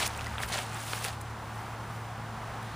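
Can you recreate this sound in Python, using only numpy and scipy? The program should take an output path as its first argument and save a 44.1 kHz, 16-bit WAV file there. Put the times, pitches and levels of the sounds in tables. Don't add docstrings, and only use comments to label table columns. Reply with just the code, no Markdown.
import sys
import numpy as np
from scipy import signal
from scipy.fft import rfft, irfft
from scipy.io import wavfile

SR = 44100
rng = np.random.default_rng(int(sys.argv[2]) if len(sys.argv) > 2 else 0)


def ratio(d):
    e = np.asarray(d, float) / 20
    return 10 ** e


def put_to_file(sound):
    columns = np.atleast_2d(sound).T
    safe = np.clip(columns, -1, 1)
    whole_steps = np.round(safe * 32767)
    wavfile.write(sys.argv[1], SR, whole_steps.astype(np.int16))


N = 121275

# time_s, level_db (before the make-up gain),
# low_lift_db (crunch band), crisp_lift_db (top band)
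FOOT_PRESSURE = [(0, -33, -0.5, 1), (.05, -35.5, -3, -3.5), (.066, -35, -8, 0.5), (.077, -46.5, -2, 16),
                 (.086, -48.5, 1, -3), (.26, -50.5, 4, 0), (.376, -52.5, 2.5, -3), (.398, -48.5, 8.5, 3),
                 (.424, -41.5, 1, 4.5), (.434, -39.5, -7, -0.5), (.444, -43, 4, 0), (.474, -55.5, -3, 6.5),
                 (.488, -42.5, -3, 5), (.506, -46, 2, -4), (.532, -35.5, -3, -5), (.57, -39.5, -4, -6),
                 (.6, -40, 2.5, -1), (.63, -46.5, -7, -0.5), (.68, -51.5, -6, -3), (.76, -46.5, 3.5, -0.5),
                 (.87, -45.5, -8.5, 4.5), (.93, -41.5, -5, 1.5), (1.0, -44, -2, 3), (1.034, -41.5, -3, 1),
                 (1.046, -38.5, -1, 6), (1.09, -43.5, 1, -2), (1.12, -50.5, -1, -1), (1.19, -59.5, -3, -5),
                 (1.3, -62, 0, -2), (1.45, -72, -6, 8), (1.58, -62.5, 0, 8.5), (1.75, -68, -6, 6),
                 (1.95, -65.5, -4, 11.5), (2.15, -74, -6, 3), (2.58, -77, -2, 2), (2.65, -60.5, -5, 0),
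                 (2.75, -59.5, 0, -10)]
# (relative, per Hz)
LEAF_COLOUR = [(250, -18), (450, -13.5), (750, -0.5), (1300, -3), (2600, -5), (5000, -10.5), (7000, -13),
               (9500, -10.5), (15000, -15), (22000, -11)]
# start_s, peak_db, low_hz, high_hz
LEAF_SNAPS = [(0.027, -19, 1800, 4500), (0.0624, -19.5, 5050, 9100), (0.0668, -22, 5500, 9900),
              (.0764, -24, 4050, 12100), (0.1486, -32, 2500, 5000), (.1754, -32, 8000, 15000),
              (.1915, -30, 2350, 2880), (.2094, -30.5, 2000, 6440), (0.244, -30, 2020, 15000),
              (0.2617, -31, 2000, 6000), (0.2653, -32, 1920, 2070), (0.2675, -30, 3000, 12000),
              (0.3542, -29.5, 970, 1540), (0.3818, -20.5, 1310, 3630), (.404, -26, 690, 1600),
              (.4335, -21, 1520, 3430), (0.429, -21.5, 4000, 15000), (.461, -32, 12800, 15000),
              (0.4855, -34, 3000, 11000), (.5152, -29, 455, 900), (.595, -29.5, 500, 1010),
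              (.556, -27.5, 550, 950), (0.5275, -26, 2500, 7040), (0.5562, -29.5, 1450, 1870),
              (0.5882, -24, 1500, 5000), (.7452, -27.5, 7100, 12000), (0.9331, -20.5, 1300, 5500),
              (.9335, -26.5, 398, 1090), (1.012, -29, 704, 1420), (1.05, -33, 407, 800),
              (1.0066, -39, 9000, 15000), (1.0434, -23, 2000, 12000), (1.049, -20.5, 1490, 4050),
              (1.0485, -23.5, 7300, 11600), (1.061, -29, 8200, 15100), (1.2107, -36.5, 7000, 12000),
              (1.2144, -32, 7000, 15000), (2.6287, -36, 7060, 15000)]
# start_s, level_db (where the decay starts), pitch_hz
FOOT_THUDS = [(0.431, -35, 56.4), (0.502, -39.5, 153.4)]
# pitch_ratio (multiple of the hum pitch), level_db (rms), waver_db
ENGINE_ORDERS = [(1.0, -44, .8), (2.0, -58, 2.5), (3.0, -67, 1.5)]
# time_s, level_db (rms)
THROB_LEVEL = [(0, -49), (.12, -45.5), (.4, -49.5), (.7, -57), (.9, -58), (1.2, -47.5), (1.5, -56),
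               (1.7, -58), (2.75, -62)]
# (relative, per Hz)
ROAD_COLOUR = [(15, -46), (25, -25), (54, -10.5), (85, -15), (140, -10), (230, -17), (300, -20.5),
               (450, -19.5), (600, -19), (780, -13), (1300, -16), (2100, -25), (4000, -34), (8000, -41),
               (15000, -42), (22000, -46)]
# time_s, level_db (rms, before the road lift)
ROAD_FADER = [(0.0, -44), (1.0, -43), (1.13, -44), (2.75, -44)]
# (relative, per Hz)
HISS_COLOUR = [(50, -50), (150, -21), (380, -3), (800, -16.5), (2000, -16), (6000, -9.5), (11000, -11.5),
               (15000, -14)]

CRACKS_PER_S, REFERENCE_DB, CRACK_SPREAD_DB = 7000, -45.5, 3.3
RATE_FOLLOWS = 0.27
CRACK_CYCLES = 5.0
CLUMP_DB, CLUMP_RATE_HZ = 2, 67
CRACKLE_DB, SWISH_DB, CRUSH_MAKEUP_DB = -2, -4, 4.5
CRUNCH_BELOW_HZ, CRISP_ABOVE_HZ = 3500, 7400
SNAP_T60_S, SNAP_RISE_S = 0.0056, 0.00037
SNAP_DULL = 0.89
THUD_T60_S = 0.33
LATE_S, LATE_RISE_S, LATE_DB, LATE_WAVER_DB = 2.547, 0.11, -58.5, 2.1
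LATE_LOW_HZ, LATE_HIGH_HZ = 3100, 4150
HUM_HZ, HUM_WAVER_HZ = 111.8, 0.37
THROB_HZ, THROB_WAVER_HZ, THROB_WAVER_DB = 75.8, 1.7, 2.0
ROAD_LIFT_DB, ROAD_PATCHY_DB = 2.5, 0.92
HISS_DB = -62.5
DEAD_HZ, DEAD_Q, DEAD_CORE_Q = 12480, 3.7, 25
TOP_DB = -0.5
TOP_CUT_HZ = 15420


def rms_one(x):
    return x / np.sqrt(np.mean(x ** 2) + 1e-20)


def in_time(rows):
    time_s, *columns = np.transpose(rows)
    return [np.interp(np.arange(N) / SR, time_s, column) for column in columns]


def at_hz(points, hz):
    point_hz, point_db = np.transpose(points)
    return np.interp(np.log(hz), np.log(point_hz), point_db)


def drift(rate_hz):
    pole = np.exp(-2 * np.pi * rate_hz * 20 / SR)
    noise = rng.standard_normal(N // 20 + 4002)
    slow = signal.lfilter([1], [1, -2 * pole, pole ** 2], noise)[4000:]
    return np.interp(np.arange(N) / 20, np.arange(len(slow)), rms_one(slow - slow.mean()))


def ring(x, hz, t60_s):
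    radius = ratio(-60 / (t60_s * SR))
    angle = 2 * np.pi * min(hz, SR / 2.2) / SR
    return signal.lfilter([0, np.sin(angle)], [1, -2 * radius * np.cos(angle), radius ** 2], x + 1e-18)


def coloured(spectrum, channels=1):
    hz = np.maximum(np.fft.rfftfreq(N, 1 / SR), 1)
    gain = ratio(at_hz(spectrum, hz)) * (hz < 16000)
    white = rng.standard_normal((channels, N))
    return rms_one(irfft(rfft(white) * gain, N))


def filtered(x, order, hz, kind):
    return signal.sosfilt(signal.butter(order, hz, kind, fs=SR, output="sos"), x)


def crackle(level_db):
    size = ratio(CRACK_SPREAD_DB * np.minimum(rng.exponential(1, N), 4)) * rng.choice([-1, 1], N)
    rate = CRACKS_PER_S * ratio(RATE_FOLLOWS * (level_db - REFERENCE_DB))
    happens = rng.random(N) < rate / SR
    clicks = happens * size / np.sqrt(rate) * ratio(CLUMP_DB * drift(CLUMP_RATE_HZ))
    dealt = rng.integers(0, 24, N)
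    out = 0
    for k, hz in enumerate(np.geomspace(420, 15500, 24)):
        t60_s = CRACK_CYCLES / hz
        band = ring(ring(clicks * (dealt == k), hz, t60_s), hz, t60_s)
        out = out + ratio(at_hz(LEAF_COLOUR, hz)) * np.sqrt(hz) * rms_one(band)
    return rms_one(out)


def leaves():
    level_db, low_lift_db, crisp_lift_db = in_time(FOOT_PRESSURE)
    swish = coloured(LEAF_COLOUR)[0]
    crush = ratio(CRACKLE_DB) * crackle(level_db) + ratio(SWISH_DB) * swish
    crunch = filtered(crush, 2, CRUNCH_BELOW_HZ, "low")
    crisp = filtered(crush, 2, CRISP_ABOVE_HZ, "high")
    tilted = crush + (ratio(low_lift_db) - 1) * crunch + (ratio(crisp_lift_db) - 1) * crisp
    return ratio(level_db + CRUSH_MAKEUP_DB) * tilted


def snaps():
    t = np.arange(2000) / SR
    out = np.zeros(N + len(t))
    for start_s, peak_db, low_hz, high_hz in LEAF_SNAPS:
        envelope = ratio(-60 * t / SNAP_T60_S) * np.minimum(t / SNAP_RISE_S, 1)
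        burst = rng.standard_normal(len(t)) * envelope
        dulled = signal.lfilter([1], [1, -SNAP_DULL], burst)
        snap = filtered(dulled, 3, [low_hz, high_hz], "band")
        start = int(start_s * SR)
        out[start:start + len(t)] += ratio(peak_db) * snap / np.abs(snap).max()
    return out[:N]


def thuds():
    t, out = np.arange(N) / SR, 0
    for start_s, level_db, pitch_hz in FOOT_THUDS:
        age = np.maximum(t - start_s, 0)
        envelope = ratio(level_db - 60 * age / THUD_T60_S) * np.minimum(age * pitch_hz, 1)
        out = out + envelope * np.sin(2 * np.pi * pitch_hz * age)
    return out


def late_rustle():
    noise = filtered(rng.standard_normal(N), 2, [LATE_LOW_HZ, LATE_HIGH_HZ], "band")
    swell = np.clip((np.arange(N) / SR - LATE_S) / LATE_RISE_S, 0, 1)
    return ratio(LATE_DB + LATE_WAVER_DB * drift(18.0)) * swell * rms_one(noise)


def engine():
    phase = 2 * np.pi * np.cumsum(HUM_HZ + HUM_WAVER_HZ * drift(2.27)) / SR
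    hum = 0
    for pitch_ratio, level_db, waver_db in ENGINE_ORDERS:
        gain = np.sqrt(2) * ratio(level_db + waver_db * drift(8.8))
        hum = hum + gain * np.sin(round(pitch_ratio) * phase + rng.uniform(0, 2 * np.pi))
    throb_phase = 2 * np.pi * np.cumsum(THROB_HZ + THROB_WAVER_HZ * drift(3.2)) / SR
    throb = np.sin(throb_phase + rng.uniform(0, 2 * np.pi))
    throb_db = in_time(THROB_LEVEL)[0] + THROB_WAVER_DB * drift(7.2)
    return hum + np.sqrt(2) * ratio(throb_db) * throb


def road():
    level_db = in_time(ROAD_FADER)[0] + ROAD_LIFT_DB + ROAD_PATCHY_DB * drift(1.0)
    return ratio(level_db) * coloured(ROAD_COLOUR)[0]


def scene():
    mix = leaves() + snaps() + thuds() + late_rustle() + engine() + road()
    return np.tile(mix, (2, 1))


def microphones(sound):
    x = sound + ratio(HISS_DB) * coloured(HISS_COLOUR, channels=2)
    for q in (DEAD_Q, DEAD_CORE_Q):
        x = signal.lfilter(*signal.iirnotch(DEAD_HZ, q, SR), x)
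    return x + (ratio(TOP_DB) - 1) * filtered(x, 2, DEAD_HZ, "high")


def top_cut(x):
    return signal.sosfilt(signal.butter(12, 15710, fs=SR, output="sos"), x)


def record(dry):
    steep_cut = signal.cheby2(18, 30, TOP_CUT_HZ, fs=SR, output="sos")
    finished = signal.sosfilt(steep_cut, microphones(dry))
    return top_cut(finished)


dry = scene()
out = record(dry)
put_to_file(out)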